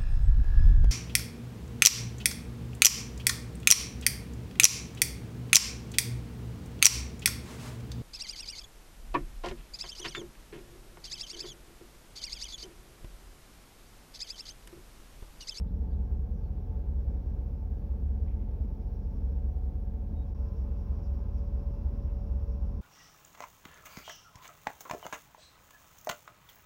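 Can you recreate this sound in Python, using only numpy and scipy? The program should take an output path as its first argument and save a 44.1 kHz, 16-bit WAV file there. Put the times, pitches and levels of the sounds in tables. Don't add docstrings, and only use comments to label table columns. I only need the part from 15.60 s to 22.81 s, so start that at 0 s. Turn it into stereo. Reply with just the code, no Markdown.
import sys
import numpy as np
from scipy import signal
from scipy.fft import rfft, irfft, next_fast_len
from scipy.io import wavfile
from scipy.ndimage import uniform_filter1d

SR = 44100
rng = np.random.default_rng(int(sys.argv[2]) if len(sys.argv) > 2 else 0)


def store_wav(level_fs):
    pcm = np.round(np.clip(np.atleast_2d(level_fs), -1, 1) * 32767)
    wavfile.write(sys.argv[1], SR, pcm.T.astype(np.int16))


N = 317961
TIME = np.arange(N) / SR

CYCLE_HZ, CYLINDERS = 5.228, 8
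LIGHT_STROKE_HZ, LOADED_STROKE_HZ = 67.14, 63.85
BEAT_ORDER = 13
CUT_S = 4.741
AFTER_CUT = TIME > CUT_S


def from_db(db):
    return 10 ** (np.asarray(db) / 20)


def rms_one(x):
    return x / np.sqrt(np.mean(x ** 2) + 1e-20)


def at_hz(points, hz):
    points = np.array(points)
    return np.interp(np.log(hz), np.log(points[:, 0]), points[:, 1])


def pan(db):
    return from_db(np.array([[db], [-db]]) / 2)


def drift(rate_hz):
    hop, settle = 40, 2000
    r = np.exp(-2 * np.pi * hop * rate_hz / SR)
    slow = signal.lfilter([1], [1, -2 * r, r * r], rng.standard_normal(N // hop + settle + 2))[settle:]
    return np.interp(np.arange(N) / hop, np.arange(len(slow)), rms_one(slow))


def resonate(x, hz, width_hz):
    r = np.exp(-np.pi * width_hz * np.sqrt(2) / SR)
    section = [(1 - r * r) / 2, 0, (r * r - 1) / 2, 1, -2 * r * np.cos(2 * np.pi * hz / SR), r * r]
    return signal.sosfilt([section, section], x)


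def revolve(rate_hz, zero_s=.25):
    turns = np.cumsum(rate_hz) / SR
    return turns - turns[int(zero_s * SR)]


# f/Hz, coherence/0-1
CAB_COHERENCE = [(70, .994), (130, .97), (290, .9), (640, .62), (1000, .25), (1400, .05), (15000, .05)]
# f/Hz, left-right/dB
CAB_BALANCE = [(60, 0), (110, 1.3), (200, 3), (380, 2.5), (700, 8), (1290, -2), (2380, .5), (4400, 2.5),
               (9000, 2), (15000, 1.5)]

def cab_noise(spectrum):
    size = next_fast_len(N)
    hz = np.maximum(np.arange(size // 2 + 1) * SR / size, 1)
    mid, side = rfft(rng.standard_normal((2, size)))
    coherence = np.clip(at_hz(CAB_COHERENCE, hz), 0, 1)
    ears = np.array([[1], [-1]])
    stereo = mid + ears * side * np.sqrt((1 - coherence) / (1 + coherence))
    density_db = at_hz(spectrum, hz) + ears * at_hz(CAB_BALANCE, hz) / 2
    return irfft(stereo * from_db(density_db), size)[:, :N] * np.sqrt(SR / 2)


def cab_tone(turns, hz, random_phase=True):
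    coherence = np.clip(at_hz(CAB_COHERENCE, hz), 0, 1)
    split_rad = np.arccos(coherence) * np.array([[.5], [-.5]]) * rng.choice([-1, 1])
    phase_rad = 2 * np.pi * (turns + random_phase * rng.random())
    return np.sqrt(2) * np.cos(phase_rad + split_rad) * pan(at_hz(CAB_BALANCE, hz))


# cycle order, level/dB ahead of rumble()
EXHAUST_ORDERS = [(8, -37.2), (9, -54), (10, -53), (11, -39.5), (12, -46.5), (13, -39.5), (14, -45),
                  (15, -55), (16, -46), (18, -56), (21, -50), (24, -57), (29, -60), (37, -56), (41, -59)]
# f/Hz, width/Hz, level/dB ahead of rumble()
CAB_MODES = [(33, 7, -57), (46.3, 11, -53.5), (69.15, 15, -40.5), (145, 66, -52.5), (200, 39.6, -52.5)]

def engine(cycles, turbulence=.5):
    out = 0
    for order, db in EXHAUST_ORDERS:
        out += from_db(db) * cab_tone(order * cycles, order * CYCLE_HZ, random_phase=order != BEAT_ORDER)
    firing_count = np.floor(CYLINDERS * cycles)
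    firings = np.diff(firing_count, prepend=firing_count[0]) > 0
    for hz, width_hz, db in CAB_MODES:
        push = rms_one(firings * rng.standard_normal(N)) + turbulence * rng.standard_normal(N)
        out += from_db(db) * rms_one(resonate(push, hz, width_hz)) * pan(at_hz(CAB_BALANCE, hz))
    return out


# stroke order, light level/dB, loaded level/dB
PISTON_ORDERS = [(1, -40, -38.5), (2, -62, -57), (4, -63, -65), (6, -70, -78), (7, -70, -70), (8, -76, -76),
                 (9, -84, -75), (10, -85, -74), (11, -77, -79), (12, -86, -79), (13, -78, -82),
                 (15, -90, -78), (16, -88, -70), (17, -92, -75.5), (19, -94, -87), (20, -96, -88),
                 (22, -98, -87), (24, -88, -88), (25, -96, -88)]

def compressor(strokes, flutter_db=2.0):
    out = 0
    for order, light_db, loaded_db in PISTON_ORDERS:
        overtone = order > 1
        db = np.where(AFTER_CUT, loaded_db, light_db) + overtone * flutter_db * drift(3)
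        out += from_db(db) * cab_tone(order * strokes, order * LIGHT_STROKE_HZ, random_phase=overtone)
    return out


def rumble(machines, beat, load, light_db=-32.5, beat_db=1.5, full_load_db=-32, load_span_db=9.5):
    bass = signal.sosfiltfilt(signal.butter(2, 105, fs=SR, output="sos"), machines)
    window = int(.22 * SR)
    power = uniform_filter1d(uniform_filter1d(bass.mean(0) ** 2, window), window)
    db = np.where(AFTER_CUT, full_load_db - load_span_db * (1 - load), light_db + beat_db * beat)
    return bass * from_db(db) / np.sqrt(power) + (machines - bass)


# f/Hz, density/(dB/Hz)
WASH_SPECTRUM = [(18, -79), (30, -69), (80, -64), (110, -72), (230, -77.5), (310, -80), (490, -83.5),
                 (660, -91), (1000, -97.5), (1350, -105), (1850, -111), (2500, -112), (3000, -117),
                 (4500, -121), (7500, -136)]

def wash(cycles, firing_db=-1.0, lope_db=.13, wander_db=.8):
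    firing = np.cos(2 * np.pi * CYLINDERS * cycles)
    lope = np.cos(2 * np.pi * cycles)
    return cab_noise(WASH_SPECTRUM) * from_db(firing_db * firing + lope_db * lope + wander_db * drift(3.3))


# f/Hz, width/Hz, steady share/0-1, light level/dB, full-load level/dB, left-right/dB
FAN_TONES = [(448, 30, 0, -62, -62, 2), (563, 7, .75, -67, -85, 4), (566, 4, .94, -90, -59, 4),
             (740, 4, .85, -69.3, -85, 4), (750, 8, .5, -78, -70.5, 4), (872, 34, 0, -70, -70, 7),
             (1605, 30, 0, -83.3, -86, -2), (2672, 45, 0, -94.5, -87, 8), (3360, 40, 0, -96, -100, 4)]

def whines(load):
    out = 0
    for hz, width_hz, steady, light_db, loaded_db, pan_db in FAN_TONES:
        waver = drift(width_hz * .61) + 1j * drift(width_hz * .52)
        phasor = np.sqrt(steady) + np.sqrt((1 - steady) / 2) * waver
        tone = np.abs(phasor) * cab_tone(hz * TIME + np.angle(phasor) / (2 * np.pi), hz)
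        db = light_db + load * (loaded_db - light_db)
        out += from_db(db) * tone * pan(pan_db - at_hz(CAB_BALANCE, hz))
    return out


# f/Hz, density/(dB/Hz)
HOSE_SPECTRUM = [(2500, -135), (4550, -126), (4800, -111), (5100, -113), (5600, -106.5), (5950, -119),
                 (6850, -121), (7300, -142)]
# centre t/s, length/s, gain/dB
HOSE_SURGES = [(1.65, 0.67, 1), (3.451, 0.7, 5)]

def hose(strokes, light_db=-15.5, loaded_db=-7.5, rise_db_per_s=.5, puff_db=2.0, flicker_db=2.0):
    surge_db = sum(db * np.exp(-(2 * (TIME - t_s) / length_s) ** 4) for t_s, length_s, db in HOSE_SURGES)
    flow_db = np.where(AFTER_CUT, loaded_db + rise_db_per_s * (TIME - CUT_S), light_db + surge_db)
    puff = np.cos(np.pi * strokes) ** 4
    return cab_noise(HOSE_SPECTRUM) * from_db(flow_db + puff_db * puff + flicker_db * drift(12)) * pan(12)


def drone(start_hz=176.2, sag_hz_per_s=18, start_db=-45.5, fade_db_per_s=14):
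    turns = np.cumsum(start_hz - sag_hz_per_s * TIME) / SR
    return from_db(start_db - fade_db_per_s * TIME) * cab_tone(turns, start_hz)


# f/Hz, density/(dB/Hz)
HISS_SPECTRUM = [(2000, -124), (6800, -123), (7300, -132), (8500, -130), (11500, -123), (15500, -120)]

def hiss():
    return cab_noise(HISS_SPECTRUM)


# centre t/s, span/s, start f/Hz, end f/Hz, level/dB, rasp/0-1
BIRD_CHIRPS = [(.085, .04, 3600, 4050, -79, .9), (.08, .06, 4800, 5200, -86, 1.0),
               (.316, .025, 4550, 4850, -79, .7), (.336, .03, 3400, 3750, -77, .8),
               (.78, .09, 6050, 5550, -82, 1.0), (.852, .05, 4650, 4300, -79, .7),
               (1.95, .08, 5100, 4800, -87, 1.0), (3.94, .09, 5950, 5450, -85, .9),
               (4.03, .08, 4900, 4500, -87, 1.0)]

def birds(rasp_hz=260):
    out, waver = np.zeros((2, N)), drift(270)
    for t_s, span_s, start_hz, end_hz, db, rasp in BIRD_CHIRPS:
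        along = (TIME - t_s) / span_s
        on = np.abs(along) < 1
        hz = (start_hz + end_hz) / 2 + (end_hz - start_hz) * along[on] + rasp * rasp_hz * waver[on]
        envelope = np.cos(np.pi / 2 * along[on]) ** 2
        out[:, on] += from_db(db) * envelope * np.sin(2 * np.pi * np.cumsum(hz) / SR)
    return out * pan(5)


# peak t/s, decay/s, level/dB
SOFT_SCUFFS = [(2.68, .05, -66), (2.8, 0.05, -77.5), (6.48, .05, -72)]
# f/Hz, relative density/dB
SCUFF_SPECTRUM = [(1200, -25), (2100, 4), (2600, -1), (3500, -12), (4500, -31)]

def scuffs(attack_s=.008):
    envelope = 0
    for t_s, decay_s, db in SOFT_SCUFFS:
        envelope += from_db(db) * np.exp(-np.maximum((TIME - t_s) / decay_s, (t_s - TIME) / attack_s))
    return envelope * rms_one(cab_noise(SCUFF_SPECTRUM))


def squeak(start_s=4.55, length_s=.1, ramp_s=.025, hz=3755, level_db=-75):
    envelope = np.clip(np.minimum(TIME - start_s, start_s + length_s - TIME) / ramp_s, 0, 1)
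    return from_db(level_db) * envelope * cab_tone(hz * TIME, hz)


# f/Hz, density/(dB/Hz)
BAY_SPECTRUM = [(400, -115), (800, -102), (1150, -99), (1400, -103), (1900, -117), (2500, -115),
                (4400, -124), (7000, -140)]

def engine_bay():
    return AFTER_CUT * cab_noise(BAY_SPECTRUM)


def scene(hunt_cycles=.006, stroke_jitter=.0007, load_shortfall=.13, load_build_s=.5):
    load = AFTER_CUT * (1 - load_shortfall * np.exp(-np.abs(TIME - CUT_S) / load_build_s))
    cycles = revolve(np.full(N, CYCLE_HZ)) + hunt_cycles * drift(.7)
    stroke_hz = np.where(AFTER_CUT, LOADED_STROKE_HZ, LIGHT_STROKE_HZ)
    strokes = revolve(stroke_hz * (1 + stroke_jitter * drift(4)))
    beat = np.cos(2 * np.pi * (BEAT_ORDER * cycles - strokes))
    machines = engine(cycles) + compressor(strokes)
    cab = rumble(machines, beat, load) + wash(cycles)
    outside = engine_bay() + whines(load) + hose(strokes) + drone() + birds()
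    return cab + outside + squeak() + scuffs() + hiss()


def record(dry, dip_depth=.85, dip_s=.005, fade_s=.008, cutoff_hz=15750):
    dip = 1 - dip_depth * np.exp(-((TIME - CUT_S) / dip_s) ** 4)
    fade = np.minimum((TIME[-1] - TIME) / fade_s, 1)
    lowpass = signal.ellip(12, .1, 90, cutoff_hz, fs=SR, output="sos")
    return signal.sosfilt(lowpass, dry * dip * fade)


dry = scene()
out = record(dry)
store_wav(out)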